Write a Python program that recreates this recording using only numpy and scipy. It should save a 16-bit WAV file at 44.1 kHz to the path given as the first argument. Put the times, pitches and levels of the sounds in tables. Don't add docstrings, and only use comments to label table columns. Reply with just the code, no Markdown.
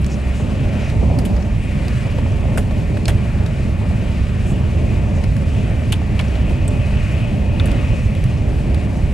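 import sys
import numpy as np
from scipy import signal
from scipy.fft import irfft, next_fast_len
from scipy.io import wavfile
from scipy.ndimage import uniform_filter1d

SR = 44100
rng = np.random.default_rng(int(sys.argv[2]) if len(sys.argv) > 2 else 0)


def transcribe(signal):
    frames = np.atleast_2d(signal).T
    limited = np.clip(frames, -1, 1)
    pcm = np.round(limited * 32767).astype(np.int16)
    wavfile.write(sys.argv[1], SR, pcm)


def linear_from_db(decibels):
    return 10 ** (np.asarray(decibels, float) / 20)


N = 402633
TIME, FAST = np.arange(N) / SR, next_fast_len(N)
HZ = np.maximum(np.arange(FAST // 2 + 1) * SR / FAST, 1)
STEP = 64
SPAN = SR // 6


def along(table):
    hz, value = np.transpose(table)
    return np.interp(np.log(HZ), np.log(np.maximum(hz, 1)), value)


def level(x, db):
    return x * linear_from_db(db) / np.sqrt(np.mean(x ** 2))


def walk(rate):
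    held = int(SR / rate)
    steps = np.repeat(rng.standard_normal(N // held + 1), held)
    return 1.34 * uniform_filter1d(uniform_filter1d(steps, held), held)[:N]


def swell(s, half):
    return np.exp(-((TIME[::STEP] - s) / half) ** 2)


def evened(x, span):
    k = int(span * SR)
    power = np.mean(x ** 2, axis=0)
    return x / np.sqrt(uniform_filter1d(uniform_filter1d(power, k), k))


# (frequency [Hz], likeness [0-1])
STEREO_LIKENESS = [(60, 0.95), (130, 1), (290, 0.74), (640, 0.68), (1410, 0.54), (3100, 0.85), (6820, 0.55),
                   (10500, 0.84), (15000, 1)]
# (frequency [Hz], left minus right [dB])
PORT_BALANCE = [(60, -2), (110, -2), (200, -1.5), (330, -0.3), (700, 3.5), (1290, 1.5), (2380, 3),
                (4400, 2), (8120, 0), (15000, 0.0)]
# (frequency [Hz], left lead [rad])
PORT_LEAD = [(0, 0.84), (340, -0.52), (860, -0.55), (1460, -0.38), (2150, -0.51), (3530, -0.31),
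             (7060, -0.15), (11000, 0.03), (15700, 0.0)]


def ports(gain):
    shared, left, right = rng.standard_normal((3, len(HZ))) + 1j * rng.standard_normal((3, len(HZ)))
    like = np.clip(along(STEREO_LIKENESS), 0, 1) ** 0.59
    turn = np.exp(1j * 0.71 * along(PORT_LEAD))
    tilt = linear_from_db(along(PORT_BALANCE) / 2)
    common = np.sqrt(like) * shared * [turn, 1 / turn]
    own = np.sqrt(1 - like) * np.array([left, right])
    return gain * (common + own) * [tilt, 1 / tilt]


def restless(pair, lo_hz, hi_hz, flicker_db, rate):
    out = 0
    for hz in lo_hz * 2 ** np.arange(0, np.log2(hi_hz / lo_hz) + .1, .5):
        share = np.cos(np.pi * np.clip(np.log2(HZ / hz), -.5, .5)) ** 2
        band = irfft(pair * share, FAST)[:, :N]
        out = out + band * linear_from_db(flicker_db * walk(rate))
    return level(out, 0)


# (frequency [Hz], width [Hz], rms level [dB])
BODY_MODES = [(37.6, 23, -33.5), (64.24, 2.5, -27), (203.7, 11.4, -38), (422.1, 9.4, -47.5), (588, 36, -48),
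              (897, 18, -55.5), (1818, 18, -60), (2504, 36, -58.5), (2894, 46, -60)]


def resonances(lo_hz, hi_hz):
    gain = 0
    for hz, width, db in BODY_MODES:
        if lo_hz < hz < hi_hz:
            gain = gain + linear_from_db(db) / np.sqrt(width) / (1 + ((HZ - hz) / width * 2) ** 2)
    return irfft(ports(gain), FAST)[:, :N] * np.sqrt(FAST * SR / np.pi)


# (time [s], floor boom level [dB])
TRACK_ROUGHNESS = [(0, -22.5), (.9, -20.5), (1.9, -22), (2.3, -17), (2.95, -19.5), (3.3, -20), (4.2, -19.5),
                   (4.8, -16.5), (5.4, -18), (6, -19.5), (6.8, -17), (7.3, -20), (7.65, -15), (8, -21.5),
                   (8.5, -17), (9.13, -22)]
# (time [s], peak boom level [dB])
RAIL_JOLTS = [(.03, -18), (.28, -19.5), (.45, -23), (.64, -18), (.98, -16), (1.08, -15), (1.17, -18.5),
              (1.35, -17), (1.55, -17.5), (1.77, -19.5), (1.93, -19), (3.13, -14.5), (3.38, -17),
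              (3.68, -20.5), (3.91, -19.5), (4.2, -19), (5.31, -19), (5.54, -21.5), (5.71, -22),
              (5.93, -20.5), (6.17, -22.5), (6.41, -20), (6.57, -22.5), (6.99, -18.5), (7.2, -21),
              (7.92, -17), (8.07, -16.5), (8.25, -17.5), (8.75, -18), (9.06, -16)]
# (time [s], level change [dB])
REFLECTING_WALLS = [(0, -1), (.9, 1), (1.2, 2.5), (1.55, -1.5), (2.0, .5), (3.4, -0.5), (3.75, 0),
                    (4.05, 1), (4.25, -1), (4.65, 1.5), (5.0, 0), (5.35, 1), (5.7, -1.5), (6.3, .5),
                    (6.95, -1), (7.65, 1.5), (8.15, -2.5), (9.13, .5)]
# (time [s], length [s], level over the steady rush [dB])
WINDOW_GUSTS = [
    (.87, 0.26, 2.5),
    (1.272, 0.73, -1.5),
    (1.963, 0.3, 1.5),
    (3.842, 0.22, 1),
    (4.22, 0.16, 1),
    (6.44, 0.28, 2.5),
    (7.117, 0.41, 3),
    (7.82, 0.45, 2.5),
]


def motion():
    power = linear_from_db(np.interp(TIME[::STEP], *np.transpose(TRACK_ROUGHNESS))) ** 2
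    for s, db in RAIL_JOLTS:
        power = power + linear_from_db(db) ** 2 * swell(s, 0.046)
    boom_db = np.interp(TIME, TIME[::STEP], 10 * np.log10(power))
    gusts = sum(db * swell(s, length / 2) for s, length, db in WINDOW_GUSTS)
    rush_db = -41 + 1.1 * walk(8) + np.interp(TIME, TIME[::STEP], gusts)
    drum_db = -26.5 + 0.16 * (boom_db - boom_db.mean()) + 1.16 * walk(11)
    drum_db = drum_db + np.interp(TIME, *np.transpose(REFLECTING_WALLS))
    return boom_db, drum_db, rush_db


# (frequency [Hz], level per Hz [dB])
ROLLING_SPECTRUM = [(12, -31), (20, -11.5), (59, -3), (107, -2.5), (171, -10.5), (204, -9), (284, -18),
                    (418, -24.5), (464, -27), (582, -22), (743, -30.5), (1300, -43.5), (1690, -66),
                    (2860, -120)]
# (frequency [Hz], level per Hz [dB])
AIR_SPECTRUM = [(590, -22), (1000, -10), (1140, -3), (1230, -6), (1720, -5.5), (1810, -3), (2230, -3),
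                (2440, 0), (3580, -14), (5700, -20), (8350, -21.5), (10000, -26.5), (12000, -34.5),
                (15300, -41.5), (16000, -46)]


def coach():
    boom_db, drum_db, rush_db = motion()
    rolling = ports(linear_from_db(along(ROLLING_SPECTRUM)))
    air = ports(linear_from_db(along(AIR_SPECTRUM)))
    boom = level(restless(rolling, 17, 136, .5, 6), -19.5) + resonances(0, 170)
    drum = level(restless(rolling, 192, 1086, 1.1, 7), -27.5) + resonances(170, 1200)
    rush = level(restless(air, 1086, 3072, 1.2, 9), -39.5) + resonances(1200, SR)
    hiss = restless(air, 4344, 17400, .8, 12)
    chatter_db = 1.0 * walk(70)
    hiss_db = -51.13 + .5 * (rush_db - rush_db.mean()) + chatter_db
    out = linear_from_db(boom_db) * evened(boom, 0.081)
    out = out + linear_from_db(drum_db) * evened(drum, 0.28)
    out = out + linear_from_db(rush_db) * evened(rush, 0.13)
    return out + linear_from_db(hiss_db) * hiss


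def ring(x, hz, width):
    return signal.lfilter(*signal.iirpeak(min(hz, .45 * SR), hz / width, SR), x)


def burst(length, apart):
    t = TIME[:SPAN]
    mid, side = rng.standard_normal((2, len(t)))
    return (mid + apart * side * np.array([[1], [-1]])) * np.exp(-np.log(1000) * t / abs(length))


def place(out, s, db, blow):
    out[..., int(s * SR):][..., :SPAN] += linear_from_db(db) * blow / np.abs(blow).max()


def ticks(rows):
    out = np.zeros((2, N + SR))
    for s, db, hz, bright_db, knock_db, length in rows:
        shell = (hz, 0.44 * hz, 0, .5)
        edge = (9000, 5400, bright_db, .17)
        knock = (1600, 1900, knock_db + 8.0, .45)
        for f, width, part_db, apart in (shell, edge, knock):
            push = burst(length, apart) + 0.14 * burst(4.6 * length, apart)
            push[:, 0] += 1.5
            place(out, s, db + part_db, ring(ring(push, f, width), f, width))
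    return signal.lfilter(*signal.butter(1, 14000, fs=SR), out[:, :N])


# (time [s], peak level [dB], crackle over ring [dB], knock over ring [dB])
TRIM_CREAKS = [
    (0.016, -38, -1, -29),
    (0.8154, -38, -19, -10),
    (2.1016, -33, -24, -32),
    (2.184, -33, -25, 0),
    (2.709, -38, -15, 2),
    (2.9702, -33, -6, 0),
    (6.0164, -40, -19, -3),
    (6.354, -32, -20, -6),
    (6.4954, -37, -5, 3),
    (6.969, -29, -37, -18),
]


def creaks():
    return ticks([(s, db, 2790, bright, knock, 0.047) for s, db, bright, knock in TRIM_CREAKS])


# (time [s], peak level [dB], ring [Hz], crackle over ring [dB])
SHELL_SNAPS = [(0.0443, -30, 4790, -6), (0.064, -28, 6370, -7), (0.899, -27.5, 4160, -6),
               (1.8816, -27, 4140, -6), (3.056, -20, 4400, -16), (3.0825, -24, 4400, -1),
               (3.4624, -29.5, 3750, -5), (5.366, -36, 4550, 0), (6.2114, -31, 4170, -4),
               (7.7155, -28, 4500, -5), (8.1508, -33, 3600, -5), (8.2397, -37.5, 3850, 7),
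               (8.7448, -32.5, 3980, -3)]


def snaps():
    return ticks([(s, db, hz, bright, -36.5 - db, 0.017) for s, db, hz, bright in SHELL_SNAPS])


# (time [s], length [s], level [dB], centre [Hz])
CLOTH_BRUSHES = [
    (0.125, .055, -44.5, 5930),
    (0.39, 0.1, -51.5, 7040),
    (0.865, 0.13, -53, 5500),
    (.86, 0.15, -42.5, 2400),
    (1.3, 0.26, -59, 4800),
    (5.17, 0.057, -53, 6460),
    (4.497, 0.075, -49, 7700),
]


def brushes():
    out = 0
    for s, length, db, hz in CLOTH_BRUSHES:
        stroke = ring(ring(rng.standard_normal(N), hz, .45 * hz), hz, .45 * hz)
        out = out + level(stroke, db) * np.exp(-((TIME - s) / (length / 2)) ** 4)
    return out


# (time [s], peak level [dB], mode [Hz])
FLOOR_THUMPS = [(0.393, -20, 480), (1.019, -17, 369), (1.795, -25.5, 530), (2.049, -27, 570),
                (2.574, -21, 423), (2.71, -29, 580), (3.079, -21, 410), (3.807, -25, 437),
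                (5.923, -32, 678), (6.196, -27, 495), (6.499, -22, 353), (3.83, -31, 800), (3.9, -30, 680)]


def thumps():
    out = np.zeros((2, N + SR))
    contact = 1 - np.exp(-(TIME[:SPAN] / 0.007) ** 2)
    for s, db, hz in FLOOR_THUMPS:
        blow = burst(0.12, 0.43) * contact
        blow = ring(ring(ring(blow, hz, 520), hz, 520), hz, 520)
        place(out, s, db - 0.2, blow)
    return out[:, :N]


# (time [s], peak level [dB], mode [Hz])
PANEL_KNOCKS = [(.612, -25, 560), (.637, -26, 590), (.83, -26, 600), (.877, -25, 620), (1.101, -20, 620),
                (1.113, -23, 560), (2.184, -20, 520), (2.188, -25, 950), (2.262, -27, 900),
                (2.27, -25, 620), (2.328, -25, 560), (2.425, -31, 520), (2.439, -23, 600),
                (2.454, -22, 590), (2.487, -27, 570), (2.577, -19, 660), (2.59, -25, 560), (2.71, -24, 650),
                (3.0795, -22, 620), (3.086, -22, 700), (3.096, -24, 600), (5.927, -24, 950),
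                (6.017, -24, 660), (6.198, -26, 900)]


def knocks():
    out = np.zeros((2, N + SR))
    for s, db, hz in PANEL_KNOCKS:
        push = 0.3 * burst(.012, 0.4)
        push[:, 0] += [3.4, 2.6]
        width = .3 * hz
        place(out, s, db, ring(ring(push, hz, width), hz, 2.2 * width))
    return out[:, :N]


# (time [s], peak level [dB], ring [Hz], crackle over ring [dB])
FINGER_SCUFFS = [
    (1.1872, -29.5, 4600, 0.5),
    (1.192, -33, 4600, -3),
    (1.3648, -33.5, 4900, -15),
    (1.4242, -35, 5540, -17),
    (5.2385, -29.5, 4240, -6),
    (7.5985, -26, 2600, -14),
]


def scuffs():
    return ticks([(s, db, hz, bright, -6, 0.042) for s, db, hz, bright in FINGER_SCUFFS])


# (time [s], peak level [dB], mode [Hz], length [s])
SHELL_PINGS = [(1.1875, -26, 4800, .02), (1.254, -28.5, 3040, .06), (2.5748, -17, 1540, .025),
               (3.056, -27, 8450, .01), (3.0556, -24, 2500, .008), (6.6796, -20, 8400, .03),
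               (6.684, -27, 7800, .03), (7.563, -30, 2750, .02), (7.5982, -17.5, 3600, 0.02),
               (7.604, -24, 2400, .03), (7.603, -27, 1350, 0.025), (7.611, -27, 2500, .03),
               (7.643, -33, 2620, .02), (7.72, -30, 2550, .02), (5.94, -24, 3250, .02),
               (5.9235, -18, 3150, .02), (6.1925, -20, 3150, .015), (6.199, -23, 2300, .02),
               (6.21, -30, 3300, .015), (2.578, -27, 2250, .015), (2.321, -36, 5900, .01),
               (6.283, -36, 5600, .015)]


def pings():
    out = np.zeros((2, N + SR))
    for s, db, hz, length in SHELL_PINGS:
        push = burst(length, 0.58)
        push[:, 0] += 12.0
        width = 0.12 * hz
        place(out, s, db, ring(ring(push, hz, width), hz, 2.6 * width))
    return out[:, :N]


# (time [s], peak level [dB], crackle over ring [dB], knock over ring [dB], length [s])
HARD_CLACKS = [(1.251, -33.5, 5, -4, 0.05), (1.257, -36, 6, -4, 0.068), (2.5745, -35, 13, 2, 0.05),
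               (2.578, -31.5, 6.5, -2, 0.1), (2.581, -31, -6, 1.5, 0.03), (3.0797, -31, 6, -3, 0.03),
               (3.0845, -25, 2, -3, 0.06), (3.095, -32, 4, 1, 0.04), (3.101, -29, -6, -4, 0.06),
               (5.9218, -17, -1, -30, 0.025), (5.926, -15.5, -7, -9, 0.03), (5.935, -22, -12, -19, 0.025),
               (6.192, -21, -12, -15, 0.03), (6.196, -22.5, -16, -2, 0.035), (6.679, -41, 8, 2, 0.03),
               (7.6568, -33.5, 8.5, -10, 0.03), (7.663, -38, 3.5, 3, 0.04), (7.674, -38, 2, -1, 0.03)]


def clacks():
    return ticks([(s, db, 3030, *rest) for s, db, *rest in HARD_CLACKS])


# (time [s], peak level [dB], centre [Hz])
SHELL_CRACKS = [
    (2.5818, -18, 1700),
    (3.0558, -21, 4000),
    (3.0821, -11.5, 4200),
    (3.083, -14, 2300),
    (5.922, -23, 4000),
    (6.1925, -27, 4000),
]


def cracks():
    out = np.zeros(N + SR)
    for s, db, hz in SHELL_CRACKS:
        width = 1.2 * hz
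        place(out, s, db, ring(ring(signal.unit_impulse(SPAN), hz, width), hz, width))
    return out[:N]


# (time [s], level [dB])
WHEEL_SINGING = [(6.3, -49), (6.8, -43), (7.1, -42.5), (7.25, -45), (7.42, -50), (7.5, -43), (7.65, -45),
                 (7.8, -44), (7.97, -44), (8.1, -51), (8.4, -64)]


def singing():
    s, db = np.transpose(WHEEL_SINGING)
    narrow = 1 / (1 + ((HZ - 2522) / 55) ** 2)
    broad = linear_from_db(-8.5) / (1 + ((HZ - 2800) / 300) ** 2)
    mode = irfft(ports(narrow + broad), FAST)[:, :N]
    return level(mode, 0) * linear_from_db(np.interp(TIME, s, db, -90, -90) + 2.0 * walk(14))


def scene():
    small = creaks() + snaps() + brushes() + thumps() + knocks() + scuffs() + pings() + clacks() + cracks()
    return coach() + small + singing()


def band_limit(x):
    return signal.sosfilt(signal.butter(12, 15850, fs=SR, output="sos"), x)


def record(dry):
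    heard = signal.sosfilt(signal.butter(2, 24, "high", fs=SR, output="sos"), dry)
    soft = np.tanh(0.98 * heard) / 0.88 * linear_from_db(1.35)
    mix = signal.sosfilt(signal.ellip(10, .2, 60, 15770, fs=SR, output="sos"), soft)
    return band_limit(mix)


dry = scene()
out = record(dry)
transcribe(out)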